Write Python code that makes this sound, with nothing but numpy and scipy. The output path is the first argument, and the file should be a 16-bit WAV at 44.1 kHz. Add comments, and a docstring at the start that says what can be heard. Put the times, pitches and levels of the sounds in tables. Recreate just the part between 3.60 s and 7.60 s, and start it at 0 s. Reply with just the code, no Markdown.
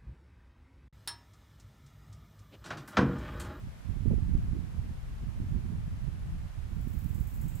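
"""On dry stony ground, a light, gusty wind buffets the two ports (openings) of a microphone,
mostly the right one. Its eddies, small swirls of air, rumble and thump over a faint outdoor hiss.
Near the end a grasshopper starts to sing, and its song swells. Each leg stroke drags a file of tiny
teeth over the wing and makes it ring in short pulses, one strong and then several weaker."""
import sys
import numpy as np
from scipy import signal
from scipy.fft import rfft, irfft
from scipy.io import wavfile
from scipy.ndimage import uniform_filter1d

SR = 44100
rng = np.random.default_rng(int(sys.argv[2]) if len(sys.argv) > 2 else 0)


def to_wav(sig):
    """Store sig (one row per channel, or 1-D mono) as 16-bit WAV at the path in sys.argv[1].

    Samples outside -1..1 are clipped; the rate is SR.
    """
    pcm = np.clip(np.atleast_2d(sig), -1, 1) * 32767
    pcm = np.round(pcm).astype(np.int16)
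    wavfile.write(sys.argv[1], SR, pcm.T)  # frames by channels


N = 176400
TIME = np.arange(N) / SR


def from_db(db):
    """Turn decibels into a number to multiply a sound by."""
    return 10 ** (np.asarray(db) / 20)


def rms_one(x):
    """Scale a sound so that its average strength (rms) is 1."""
    return x / np.sqrt(np.mean(x ** 2) + 1e-20)


def even_out(x, samples):
    """Hold a sound's strength near 1, averaged over this many samples."""
    return x / np.sqrt(uniform_filter1d(x ** 2, size=samples) + 1e-9)


def level_at(points, hz):
    """Read a level between the rows of a tone table, giving each octave equal room."""
    f, db = np.transpose(points)
    return np.interp(np.log(hz), np.log(f), db)


def drift(hz):
    """A smooth random wobble of about 1 either way; a higher hz makes it quicker."""
    step, warm_up = 40, 2000
    pole = np.exp(-2 * np.pi * hz * step / SR)
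    noise = rng.standard_normal(N // step + warm_up + 2)
    slow = signal.lfilter([1], [1, -2 * pole, pole * pole], noise)[warm_up:]
    return np.interp(np.arange(N) / step, np.arange(len(slow)), rms_one(slow))


def butter(x, hz, kind, order=2):
    """Keep the "low" part, the "high" part or one "band" of a sound."""
    return signal.sosfilt(signal.butter(order, hz, kind, fs=SR, output="sos"), x)


# Tone of a faint steady hiss, its treble cut away above about 13 kHz: f/Hz, relative level/dB
HISS_TONE = [(60, 4), (300, 0.5), (700, 2.5), (1600, -1), (2500, -4.5), (4000, -10), (7000, -14),
             (10000, -16.5), (13200, -18), (14200, -28), (16000, -32)]

def steady_hiss(level_db=-58, shared_power=0.073):
    """A steady, smooth hiss; left and right share only a little of it."""
    hz = np.maximum(np.arange(N // 2 + 1) * SR / N, 1)
    separate = np.sqrt(1 - shared_power) * rng.standard_normal((2, N))
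    shared = np.sqrt(shared_power) * rng.standard_normal(N)
    spectrum = rfft(separate + shared) * from_db(level_at(HISS_TONE, hz))
    return from_db(level_db) * rms_one(irfft(spectrum, N))


# The wing's low ring and its high rings: f/Hz, width/Hz, relative level/dB
LOW_RING = (7520, 1470, -6.5)
HIGH_RINGS = [(10370, 3100, -19), (13300, 4500, -2.5), (15450, 610, -12)]

def wing_rasp(teeth_per_s=3900, tooth_spread_db=2):
    """Teeth click and scrape, and the wing rings. Gives two rows: low ring, high rings."""
    teeth_passed = np.floor(np.cumsum(teeth_per_s * (1 + 0.15 * drift(300))) / SR)
    new_tooth = np.diff(teeth_passed, prepend=0) > 0
    clicks = new_tooth * from_db(tooth_spread_db * rng.standard_normal(N))
    rasp = rms_one(clicks) + rng.standard_normal(N)

    def ring(hz, width_hz, db):
        return from_db(db) * rms_one(butter(rasp, [hz - width_hz / 2, hz + width_hz / 2], "band"))
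    return np.array([ring(*LOW_RING), sum(ring(*row) for row in HIGH_RINGS)])


def leg_stroke(start, later_db, first_s=.012, later_s=.009, spacing_s=.0093):
    """The push of leg on wing: one strong pulse, then five fading, shorter ones over a light rub."""
    def pulse(onset, length_s):
        return np.sin(np.pi * np.clip((TIME - onset) / length_s, 0, 1))
    rub_db, rub_fade_db_per_s = -7, 68
    loss_per_pulse_db, spread_db = 1.1, 1.3
    rub = from_db(rub_db - rub_fade_db_per_s * np.abs(TIME - start)) * (TIME > start)
    force = np.maximum(rub, pulse(start, first_s))
    for k, (time_jitter, level_jitter) in enumerate(rng.standard_normal((5, 2))):
        onset = start + first_s + spacing_s * (k + .1 * time_jitter)
        db = later_db - loss_per_pulse_db * k + spread_db * level_jitter
        force = np.maximum(force, pulse(onset, later_s) * from_db(db))
    return force


# Leg strokes: t/s, level of the push/dB, extra for the low ring/dB, later pulses against the first/dB
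LEG_STROKES = [(3.075, -74, 5, -2), (3.145, -70.5, 0, 0), (3.208, -61, -1, -5), (3.277, -60, -1, -2),
               (3.330, -58, -4, -3), (3.384, -57, -3.5, -3), (3.438, -56, -4, -6), (3.489, -57.5, -2, -4),
               (3.543, -54.5, 0.5, -6), (3.597, -55.5, -1, -3), (3.668, -55, -1.5, -2),
               (3.738, -55.5, -1.5, -2), (3.809, -54, -.5, -3), (3.879, -54.5, 3, -5),
               (3.950, -54.5, 4, -5)]

def grasshopper(echo_db=-5, echo_s=.08):
    """Leg strokes sound the wing; stones and twigs scatter a short echo, different on each side."""
    force = 0
    ends = [row[0] for row in LEG_STROKES[1:]] + [np.inf]
    for (start, db, low_db, later_db), end in zip(LEG_STROKES, ends):
        stroke = leg_stroke(start, later_db) * (TIME < end)
        force = force + stroke * from_db([[db + low_db], [db]])
    decay = from_db(-60 / (echo_s * SR)) ** 2   # the echo loses 60 dB in echo_s
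    tail = np.sqrt(signal.lfilter([1 - decay], [1, -decay], force ** 2 + 1e-18))
    direct = np.sum(force * wing_rasp(), axis=0)
    echo = np.array([np.sum(tail * wing_rasp(), axis=0) for port in range(2)])
    return butter(direct + from_db(echo_db) * echo, hz=6200, kind="high", order=4)


# Rough puffs of wind: middle t/s, length/s, level before muffling/dB, top f/Hz
PUFFS = [(.466, 0.038, -34.5, 338), (0.514, 0.033, -29.5, 406), (0.532, 0.041, -33, 380),
         (0.754, .045, -37, 333), (0.963, 0.054, -40, 337)]

def rough_puffs(bottom_hz=209, muffle_hz=790):
    """Wind breaks into short swells of churning air, at the right port only."""
    right = np.zeros(N)
    for middle, length_s, db, top_hz in PUFFS:
        swell = np.cos(np.pi * np.clip((TIME - middle) / length_s, -.5, .5))
        churn = rms_one(butter(rng.standard_normal(N), [bottom_hz, top_hz], "band"))
        right += from_db(db) * swell * even_out(churn, samples=900)
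    return np.array([np.zeros(N), butter(right, muffle_hz, "low")])


# Single eddies hitting a port: t/s, peak level on the louder side/dB, width/s, left minus right/dB
THUMPS = [(.072, -28.5, .0012, -17), (0.298, -20.5, .002, -24), (.408, -24, 0.0014, -22),
          (.459, -19.5, .0009, -30), (.507, -19, 0.0011, -26), (.515, -28.5, 0.00039, -30),
          (0.515, -26, .0014, 12), (.521, -13.5, 0.00107, -29), (.541, -16.5, .0012, -24),
          (.583, -21.5, 0.00083, -27), (.627, -19.5, .0015, -20), (.753, -13.5, 0.0014, -33),
          (.808, -27, 0.0017, 15), (.846, -26, 0.0012, 2), (.933, -20.5, 0.0012, -10),
          (0.966, -22.5, 0.0015, -20), (0.992, -24, 0.0011, -20), (1.196, -20.5, 0.0022, -12),
          (1.636, -24, 0.0017, 15), (1.803, -23.5, 0.00097, -29), (1.887, -29, 0.0013, 21),
          (1.924, -21, 0.0015, -20), (1.962, -23, .0012, -23), (2.104, -23, 0.0013, -19),
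          (2.189, -28, .002, 20), (2.281, -25, 0.0014, 20), (2.485, -24.5, .0013, -18),
          (2.731, -26, 0.0025, 10), (3.168, -24.5, 0.0015, -23), (3.274, -24, 0.00096, -30),
          (3.378, -19, 0.0022, -20), (3.461, -21, 0.0013, -25), (3.556, -17.5, .0016, -28),
          (3.610, -19, .0016, -20), (3.785, -32, .0014, 17), (3.841, -23, .0014, -23)]

def eddy_thumps():
    """Each eddy thumps: one smooth push of air pressure between two shallow dips."""
    out = np.zeros((2, N))
    for middle, db, width_s, pan_db in THUMPS:
        offset = (TIME - middle) / width_s
        push = 2 * np.exp(-offset ** 2 / 2) - np.exp(-(offset / 2) ** 2 / 2)
        left_db, right_db = db + min(pan_db, 0), db + min(-pan_db, 0)
        out += from_db([[left_db], [right_db]]) * push
    return out


# Wind pressure at the left and right ports: t/s, level before trim/dB
LEFT_GUSTS = [(0, -43), (.1, -39), (.24, -55.5), (.35, -43.5), (.45, -43), (.52, -31), (.58, -38.5),
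              (.68, -31), (.72, -38), (.79, -27.5), (.86, -34), (.96, -38), (1.03, -44), (1.25, -38),
              (1.64, -35.5), (1.72, -48), (1.79, -34.5), (1.9, -36), (2.08, -40), (2.34, -34.5),
              (2.42, -42), (2.54, -44), (2.62, -35.5), (2.78, -36.5), (2.92, -45.5), (3.22, -38.5),
              (3.34, -46), (3.5, -46), (3.62, -40.5), (3.7, -43), (3.77, -37.5), (4.0, -45.5)]
RIGHT_GUSTS = [(0, -43), (.07, -34), (.11, -50), (.2, -47), (.29, -28.5), (.42, -31.5), (.47, -20),
               (.53, -24), (.6, -23.5), (.66, -29), (.75, -19.5), (.81, -32.5), (.87, -26), (.97, -29.5),
               (1.14, -37.5), (1.2, -25), (1.25, -38), (1.3, -30.5), (1.38, -45), (1.5, -36), (1.58, -42),
               (1.68, -28), (1.73, -36), (1.81, -30), (1.88, -34.5), (1.95, -22.5), (2.01, -32.5),
               (2.1, -30.5), (2.39, -34.5), (2.47, -27.5), (2.54, -34.5), (2.86, -34), (2.93, -41.5),
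               (2.99, -31), (3.08, -34.5), (3.2, -29.5), (3.33, -32), (3.62, -28.5), (3.72, -35),
               (3.82, -28.5), (4.0, -33.5)]
# Tone of the rumble before it is shifted: f/Hz, relative level/dB
RUMBLE_TONE = [(20, -3), (40, 5.5), (100, 0.5), (170, -7), (235, -19), (340, -29.5), (480, -46.5),
               (800, -81)]
# The rumble's tone drifts, deepening near 1.45 s and most near 2.85 s: t/s, tone shift/octaves
TONE_SHIFT = [(0, -0.06), (1.25, 0.027), (1.45, -0.24), (1.75, 0.083), (2.2, 0.057), (2.4, -0.14),
              (2.7, -0.026), (2.85, -0.42), (3.1, -0.16), (3.25, 0.019), (4.0, -0.049)]

def wind_rumble(gusts, reference_db=-23.5, octaves_per_db=-0.0089, flutter_db=3, trim_db=-0.65):
    """Swirling air rumbles at one port. Its bands of noise flutter together, the upper ones most."""
    level_db = np.interp(TIME, *np.transpose(gusts))
    gust_octaves = octaves_per_db * (level_db - reference_db)   # louder moves the tone slightly down
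    shift = 2 ** (gust_octaves + np.interp(TIME, *np.transpose(TONE_SHIFT)))
    edges_hz = 18 * 2 ** (np.arange(19) / 3)   # three bands to an octave
    flutter = drift(hz=25.6)
    rumble, power = 0, 0
    for low, high in zip(edges_hz, edges_hz[1:]):
        hz = np.sqrt(low * high)
        band = rms_one(butter(rng.standard_normal(N + SR), [low, high], "band")[SR:])
        gain = from_db(level_at(RUMBLE_TONE, hz / shift)) * np.sqrt(high - low)
        rumble = rumble + band * gain * from_db(flutter_db * min(hz / 180, 2) * flutter)
        power = power + gain ** 2
    return even_out(rumble / np.sqrt(power), samples=3500) * from_db(level_db + trim_db)


def scene():
    """Wind on the ports, hiss all round, the grasshopper straight ahead."""
    rumble = np.array([wind_rumble(LEFT_GUSTS), wind_rumble(RIGHT_GUSTS)])
    wind = rumble + eddy_thumps() + rough_puffs()
    return wind + steady_hiss() + grasshopper()


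def record(dry, cutoff_hz=15700):
    """Cut off the very highest treble steeply."""
    return signal.sosfilt(signal.ellip(12, .1, 80, cutoff_hz, fs=SR, output="sos"), dry)


dry = scene()
out = record(dry)
to_wav(out)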